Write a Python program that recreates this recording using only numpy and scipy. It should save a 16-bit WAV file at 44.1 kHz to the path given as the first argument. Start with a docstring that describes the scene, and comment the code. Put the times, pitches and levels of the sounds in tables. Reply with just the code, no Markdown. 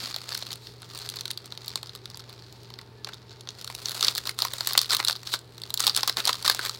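"""Stiff plastic bag on a craft table

Small room, one microphone close to the hands. They pick at the flap of a clear plastic bag, then open
it and reach in for paper pieces. Creases buckle in sharp snaps over a rustle of tiny ones, sparse at
first, then loud and crowded; fingertips swish and squeak on the film, and the packet bumps the table.
Behind the bag sit a low electrical hum and a soft rush of air."""
import sys
import numpy as np
from scipy import signal
from scipy.fft import rfft, irfft
from scipy.io import wavfile

SR = 44100
rng = np.random.default_rng(int(sys.argv[2]) if len(sys.argv) > 2 else 0)


def unload_audio(sound):
    """Save the sound as a 16-bit wav file, at the path given as the first command line argument."""
    columns = np.transpose(np.atleast_2d(sound))
    # keep every value between -1 and 1, then stretch to whole-number steps
    steps = np.round(np.clip(columns, -1, 1) * 32767)
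    wavfile.write(sys.argv[1], SR, steps.astype(np.int16))


N = 299555

# Colour of the air in the room: frequency_hz, relative_db
AIR_SPECTRUM = [(25, -35), (62, -4.5), (95, -4), (150, -5.5), (290, -11), (410, -3), (520, -13), (900, -16),
                (2900, -25), (4300, -20), (6500, -36.5), (16000, -41)]
# Electrical hum and faint fan tones: pitch_hz, level_db, waver_ratio (to the steady part)
HUM_TONES = [(119.9, -51.5, 0.05), (99.4, -66, 0.39), (404, -71, 0.59), (899, -68.5, 0.35)]
# The packet meeting the table: start_s, pitch_hz, peak_db
TABLE_BUMPS = [(0.037, 235, -40.5), (1.756, 165, -43)]
# Colour of the crinkling film, with the microphone's resonance near 4.3 kHz: frequency_hz, relative_db
FILM_SPECTRUM = [(120, -31), (250, -15), (735, -12), (1240, -6.5), (1620, -9.5), (2050, -10.5), (2450, -11),
                 (3020, -9), (3560, -1.5), (4400, 3), (5100, -3.5), (6000, -10.5), (13100, -19),
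                 (15400, -17.5)]
# Fingertip strokes over smooth film: middle_s, length_s, level_db
FINGER_GLIDES = [(0.664, 0.14, -50), (2.562, 0.28, -59.5), (5.335, .04, -31)]
# Film sliding under the fingers all along: time_s, crinkle_db (before SLIDING_GAIN_DB)
SLIDING_CURVE = [(0.0, -34), (0.22, -45.5), (0.42, -38), (0.58, -52), (0.8, -54), (0.98, -41.5),
                 (1.3, -48.5), (1.47, -52.5), (1.68, -45), (2.0, -57), (2.55, -55), (2.92, -62.5),
                 (3.55, -51.5), (3.95, -41), (4.22, -41), (4.35, -58), (4.6, -38), (5.12, -49),
                 (5.48, -58.5), (5.8, -45.5), (6.35, -40.5), (6.68, -38), (6.79, -52)]
# Pushes of the hand: start_s, hold_s, crinkle_db (before CRUMPLE_GAIN_DB), rub_db (re crinkle)
HAND_CRUMPLES = [(0.025, 0.034, -32, -8), (3.064, 0.067, -46.5, -2), (3.846, 0.082, -37, -5),
                 (3.978, 0.14, -32, -6.5), (4.167, 0.019, -34.5, -16), (4.257, 0.049, -35, -7),
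                 (4.38, 0.092, -36.5, -9), (4.66, 0.055, -32, -9), (4.78, 0.055, -32.5, -14),
                 (4.899, 0.05, -27, -10), (4.992, 0.012, -29.5, -2.5), (5.07, 0.037, -31, -9.5),
                 (5.257, 0.042, -35.5, -9.5), (5.323, 0.029, -30, -12), (5.797, 0.047, -29.5, -8),
                 (5.855, 0.049, -30.5, -4.5), (5.966, 0.029, -28.5, -2.5), (6.076, 0.022, -31, -7.5),
                 (6.17, 0.034, -29, -2), (6.246, 0.06, -29, -7), (6.453, 0.067, -26, -8.5),
                 (6.633, 0.039, -30.5, -4.5)]
# Treble of the rustle, brighter from the open flap than from film on paper: time_s, sheen_gain_db
SHEEN_CURVE = [(1.0, -2.5), (3.3, -11.5), (3.7, 1), (6.8, -1.5)]
# Distinct creases, from faint lone ticks to loud snaps:
# start_s, ring_db (first 4 ms), body_db (re ring), sheen_db (re ring)
DISTINCT_SNAPS = [(0.1434, -27, -12.5, -17), (0.1623, -26.5, -10.5, -10), (0.3463, -33, -20, -5),
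                  (0.4246, -29.5, -9, -26), (0.67, -36.5, -13, -16), (0.8295, -44.5, 0.5, -19),
                  (0.9754, -37.5, -12, 0), (1.0898, -30.5, -19, -4), (1.0993, -33, -17, -5),
                  (1.139, -38, -4, -16), (1.1879, -34, -19, -15), (1.209, -29.5, -18, -8.5),
                  (1.2552, -27, -15, -13), (1.3057, -28, -9.5, -9), (1.312, -28, -26, -4),
                  (1.3749, -29, -18, -13), (1.5223, -31.5, -11, -17), (1.6805, -27.5, -27, -8),
                  (1.7568, -22.5, -12, -7), (1.8298, -32.5, -8.5, -8), (1.894, -35, -17, -18),
                  (2.0564, -34.5, -9, -12), (2.145, -36, -9.5, -30), (2.3278, -44, -10, -7),
                  (2.703, -42, -2, -12), (2.7392, -37.5, -13.5, -18), (2.7885, -37, -6.5, -14),
                  (3.0462, -28.5, -15, -14.5), (3.0723, -40, 2, -11), (3.0884, -46, 8, 0),
                  (3.1346, -35.5, -21, -20.5), (3.4734, -38, -5, -19), (3.489, -30, -15.5, -29),
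                  (3.6449, -35, -8, -1), (3.6761, -31, -10, -12), (3.7001, -39.5, 6, -4),
                  (3.7498, -31, -20, -4), (3.8571, -23, -30, -17), (3.885, -26.5, -14, -12),
                  (4.0092, -23, -16, -6), (4.0274, -18.5, -13, -7.5), (4.0468, -16.5, -20, -11),
                  (4.0823, -12, -16, -24), (4.151, -27, -20, -5), (4.1794, -24, -8, -3),
                  (4.2924, -28.5, -1, -23), (4.3888, -26, -5.5, -3), (4.4207, -16, -15, -12),
                  (4.45, -25, 0, -4), (4.6077, -21.5, -9.5, -13), (4.6725, -26.5, -3.5, 7),
                  (4.7329, -24.5, -17, -2.5), (4.7519, -30.5, 7, -17), (4.7765, -10.5, -13, -5.5),
                  (4.779, -16, -9, -1.5), (4.7906, -14.5, -24, -17), (4.8147, -22, -13, -3.5),
                  (4.9064, -19, -10, -15), (4.9301, -21.5, -5, -3.5), (4.9674, -23, -12, -3.5),
                  (5.0003, -24, 1.5, -12), (5.0484, -19.5, -16, -6), (5.0747, -20, -23, -19),
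                  (5.0832, -15.5, -14, -7), (5.0974, -24, -0.5, -6), (5.1273, -26, -34, -12),
                  (5.1624, -31.5, -18, -12), (5.3903, -43, -23, 0), (5.5802, -40, -8, -9),
                  (5.6359, -30.5, -13, -13), (5.704, -29.5, -13.5, -8), (5.7406, -25, -13, 3.5),
                  (5.7749, -23.5, -22, -9), (5.8036, -21.5, -6, 0.5), (5.8677, -12.5, -15.5, -6),
                  (5.8772, -15.5, -11.5, -10), (5.896, -16.5, -20, -18), (5.9479, -24, -27, -11),
                  (5.9636, -18, -22, -1), (6.0317, -18.5, -6.5, -11.5), (6.0764, -23, -3, 1),
                  (6.0959, -20.5, -3.5, -5), (6.1701, -22, -6.5, -8), (6.2534, -18.5, -26, -6),
                  (6.2777, -18.5, -10, -7), (6.293, -19, 1, -9), (6.3293, -21.5, -16, -14),
                  (6.4466, -30, -1, -11), (6.4618, -22.5, -5, -6), (6.478, -15.5, -6, -8),
                  (6.4979, -10.5, -6.5, -7.5), (6.5475, -31, -4, 2.5), (6.592, -32, 9, -4),
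                  (6.6947, -24.5, -8.5, -6.5)]

BODY_HZ, RING_HZ, SHEEN_HZ, CUTOFF_HZ = 325, 2776, 6960, 16050   # edges of the film's three registers
SLIDING_GAIN_DB, CRUMPLE_GAIN_DB = -1, -2
CRUMPLE_ATTACK_S, CRUMPLE_RELEASE_S = 0.034, 0.074   # to rise and to fall by 60 dB
FIRM_DB = -30   # crinkle level of firm handling


def from_db(db):
    """Decibels to gain."""
    return 10 ** (np.asarray(db) / 20)


def rms_one(x):
    """Scale to unit rms."""
    return x / np.sqrt(np.mean(x ** 2) + 1e-20)


def drift(turns_per_s):
    """A random wander with unit rms."""
    knots = rng.standard_normal(4000)
    return rms_one(np.interp(np.arange(N) / SR * turns_per_s, np.arange(len(knots)), knots))


def in_time(curve):
    """A curve's value at every sample."""
    return np.interp(np.arange(N) / SR, *np.transpose(curve))


def coloured(x, spectrum, size=2048):
    """Pass x through the causal (minimum-phase) response that has this spectrum."""
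    hz, level_db = np.transpose(spectrum)
    bins_hz = np.maximum(np.arange(size // 2 + 1) * SR / size, 1)
    gains = from_db(np.interp(np.log(bins_hz), np.log(hz), level_db))
    cepstrum = irfft(np.log(gains))
    cepstrum[1:size // 2] *= 2
    cepstrum[size // 2 + 1:] = 0
    response = irfft(np.exp(rfft(cepstrum)))
    filtered = signal.fftconvolve(np.atleast_2d(x), response[None], axes=1)
    return filtered[:, :x.shape[-1]].reshape(x.shape)


def band(x, low_hz, high_hz):
    """Causal band-pass."""
    return signal.sosfilt(signal.butter(3, [low_hz, high_hz], "band", fs=SR, output="sos"), x)


def resonance(x, hz, width_hz):
    """One damped mode, gain 1 at its top."""
    radius = np.exp(-np.pi * width_hz / SR)
    feedback = [1, -2 * radius * np.cos(2 * np.pi * hz / SR), radius ** 2]
    return signal.lfilter(np.array([1, 0, -1]) * (1 - radius ** 2) / 2, feedback, x)


def room_air(level_db=-53):
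    """Room tone: a soft, steady rush of air."""
    return from_db(level_db) * rms_one(coloured(rng.standard_normal(N), AIR_SPECTRUM, size=8192))


def hum():
    """In the background, a firm tone at twice the mains rate and weaker, unsteady fan tones."""
    out = np.zeros(N)
    for hz, level_db, waver in HUM_TONES:
        phase = 2 * np.pi * hz * np.arange(N) / SR
        tone = (1 + waver * drift(14)) * np.sin(phase) + waver * drift(8.1) * np.cos(phase)
        out += from_db(level_db) * rms_one(tone)
    return out


def room_reflections(x, gain_db=-19.5, t60_s=0.18, first_echo_s=0.0067, wall_cut_hz=9000):
    """Dense echoes off table and walls reach the microphone just after the direct sound."""
    t = np.arange(SR // 2) / SR
    echoes = rng.standard_normal(len(t)) * from_db(-60 * t / t60_s) * (t > first_echo_s)
    echoes = signal.sosfilt(signal.butter(1, wall_cut_hz, fs=SR, output="sos"), echoes)
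    return from_db(gain_db) * signal.fftconvolve(x, echoes / np.sqrt(np.sum(echoes ** 2)))[:N]


def bumps(t60_s=0.09):
    """The stack of card in the bag gives a short low note when it meets the table."""
    out = np.zeros(N)
    for start_s, hz, peak_db in TABLE_BUMPS:
        age_s = np.maximum(np.arange(N) / SR - start_s, 0)
        out += from_db(peak_db - 60 * np.minimum(age_s / t60_s, 10)) * np.sin(2 * np.pi * hz * age_s)
    return out


def squeak(middle_s=3.005, length_s=0.075, pitch_hz=1728, level_db=-63):
    """Skin sticks and slips on the film in a brief narrow tone."""
    swell = np.exp(-(2 * (np.arange(N) / SR - middle_s) / length_s) ** 4)
    wavering_hz = pitch_hz * (1 + 0.005 * drift(200))
    return from_db(level_db) * swell * rms_one(np.sin(2 * np.pi * np.cumsum(wavering_hz) / SR))


def glides(low_hz=2400):
    """A fingertip glides without creasing the film: friction swells and fades with each stroke."""
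    t = np.arange(N) / SR
    swell = sum(from_db(level_db) * np.exp(-(2 * (t - middle_s) / length_s) ** 2)
                for middle_s, length_s, level_db in FINGER_GLIDES)
    friction = coloured(rng.standard_normal(N), FILM_SPECTRUM)
    return swell * rms_one(band(friction, low_hz, CUTOFF_HZ))


def handling(grip_swing_db=2, sliding_rub_db=-7):
    """Crinkle and rub levels: the grip tightens and eases, and each crumple swells, holds, relaxes."""
    t = np.arange(N) / SR
    crinkle_db = in_time(SLIDING_CURVE) + SLIDING_GAIN_DB + grip_swing_db * drift(turns_per_s=20)
    rub_db = crinkle_db + sliding_rub_db
    for start_s, hold_s, level_db, push_rub_db in HAND_CRUMPLES:
        before = (start_s - t) / CRUMPLE_ATTACK_S
        after = (t - start_s - hold_s) / CRUMPLE_RELEASE_S
        push_db = level_db + CRUMPLE_GAIN_DB - 60 * np.maximum(np.maximum(before, after), 0)
        crinkle_db = np.maximum(crinkle_db, push_db)
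        rub_db = np.maximum(rub_db, push_db + push_rub_db)
    return crinkle_db, rub_db


def tiny_creases(per_s, spread_db=3.0, clump_db=1.0, friction=0.5, t60_s=0.013):
    """Tiny creases come in clumps and in all sizes, over the smooth friction of sliding film."""
    born = rng.random(N) < per_s * from_db(clump_db * drift(60)) / SR
    # the fewer they are, the more each one stands out
    sizes = from_db(spread_db * np.minimum(rng.exponential(1, N), 3)) / np.sqrt(per_s)
    fade = from_db(-60 / (t60_s * SR))
    energy = signal.lfilter([1], [1, -fade ** 2], born * sizes ** 2 + 1e-18)
    envelope = np.sqrt(energy / np.mean(energy) + friction ** 2)
    return coloured(envelope * rng.standard_normal(N), FILM_SPECTRUM)


def rustle(crinkle_db, rub_db):
    """The same small slips sound bright in the film and dull under fingers and paper."""
    # harder handling folds more creases a second
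    slips = tiny_creases(per_s=600 * from_db(0.63 * (crinkle_db - crinkle_db.max())))
    sheen = from_db(in_time(SHEEN_CURVE)) * band(slips, SHEEN_HZ, CUTOFF_HZ)
    crinkle = rms_one(band(slips, RING_HZ, SHEEN_HZ) + sheen)
    rub = rms_one(band(slips, 140, RING_HZ))
    return from_db(crinkle_db) * crinkle + from_db(rub_db) * rub


def random_snaps(crinkle_db, count=640, firm_ring_db=-29, body_db=-11, sheen_db=-9.5, spread_db=4.5):
    """Rows like DISTINCT_SNAPS: creases give way more often and louder under harder handling."""
    starts = rng.integers(0, N, count)
    effort_db = crinkle_db[starts] - FIRM_DB
    gives_way = rng.random(count) < from_db(0.72 * effort_db)   # certain under firm handling
    scatter_db = spread_db * np.clip(rng.standard_normal((count, 3)), -2, 2)
    ring_db = np.where(gives_way, firm_ring_db + 0.55 * np.minimum(effort_db, 0), -np.inf)
    return np.transpose([starts / SR, ring_db + scatter_db[:, 0],
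                         body_db + scatter_db[:, 1], sheen_db + scatter_db[:, 2]])


def buckles(count, low_hz, high_hz, t60_s, shiver, flip_s, facet_hz, facet_width_hz, facet_gain):
    """Facets of film flip and ring: one pulse a snap in one register, unit rms over its first 4 ms."""
    t = np.arange(2048) / SR
    # the crease runs across a facet, quicker in some snaps than in others
    progress = t / (flip_s * np.exp(0.3 * rng.standard_normal((count, 1))))
    flip = progress * np.exp(1 - progress)
    # then waves shiver to and fro across the sheet
    pulses = rng.standard_normal((count, len(t))) * (flip + shiver * from_db(-60 * t / t60_s))
    # each facet has its own size, and so its own pitch
    pitches_hz = np.minimum(facet_hz * np.exp(0.37 * rng.standard_normal(count)), CUTOFF_HZ)
    ringing = np.array([resonance(pulse, hz, facet_width_hz) for pulse, hz in zip(pulses, pitches_hz)])
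    pulses = band(coloured(pulses + facet_gain * ringing, FILM_SPECTRUM), low_hz, high_hz)
    return pulses / np.sqrt(np.mean(pulses[:, t < 0.004] ** 2, axis=1, keepdims=True))


def snaps(rows):
    """Single creases buckle close to the microphone: a dull body, a hard ring and a bright sheen."""
    starts_s, ring_db, body_db, sheen_db = np.transpose(rows)
    body = buckles(len(rows), BODY_HZ, RING_HZ, t60_s=0.03, shiver=0.72, flip_s=0.00078,
                   facet_hz=1226, facet_width_hz=260, facet_gain=2.2)
    ring = buckles(len(rows), RING_HZ, SHEEN_HZ, t60_s=0.016, shiver=0.72, flip_s=0.00022,
                   facet_hz=4340, facet_width_hz=480, facet_gain=0.9)
    sheen = buckles(len(rows), SHEEN_HZ, CUTOFF_HZ, t60_s=0.018, shiver=0.69, flip_s=0.00024,
                    facet_hz=9960, facet_width_hz=2100, facet_gain=1.0)
    pulses = ring + from_db(body_db)[:, None] * body + from_db(sheen_db)[:, None] * sheen
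    out = np.zeros(N + pulses.shape[1])
    for start_s, pulse, gain in zip(starts_s, pulses, from_db(ring_db)):
        start = int(start_s * SR)
        out[start:start + len(pulse)] += gain * pulse
    return out[:N]


def scene():
    """Mono, at the table: the bag close up, the room and its hum behind."""
    crinkle_db, rub_db = handling()
    creases = snaps(np.vstack([DISTINCT_SNAPS, random_snaps(crinkle_db)]))
    bag = creases + rustle(crinkle_db, rub_db) + glides() + squeak() + bumps()
    return (bag + room_reflections(bag) + hum() + room_air())[None]


def record(dry):
    """After the microphone, the highest peaks are rounded and the top treble is cut."""
    rounded = 0.8 * np.tanh(dry / 0.8)
    return signal.sosfilt(signal.ellip(10, 0.2, 70, CUTOFF_HZ, fs=SR, output="sos"), rounded)


dry = scene()
out = record(dry)
unload_audio(out)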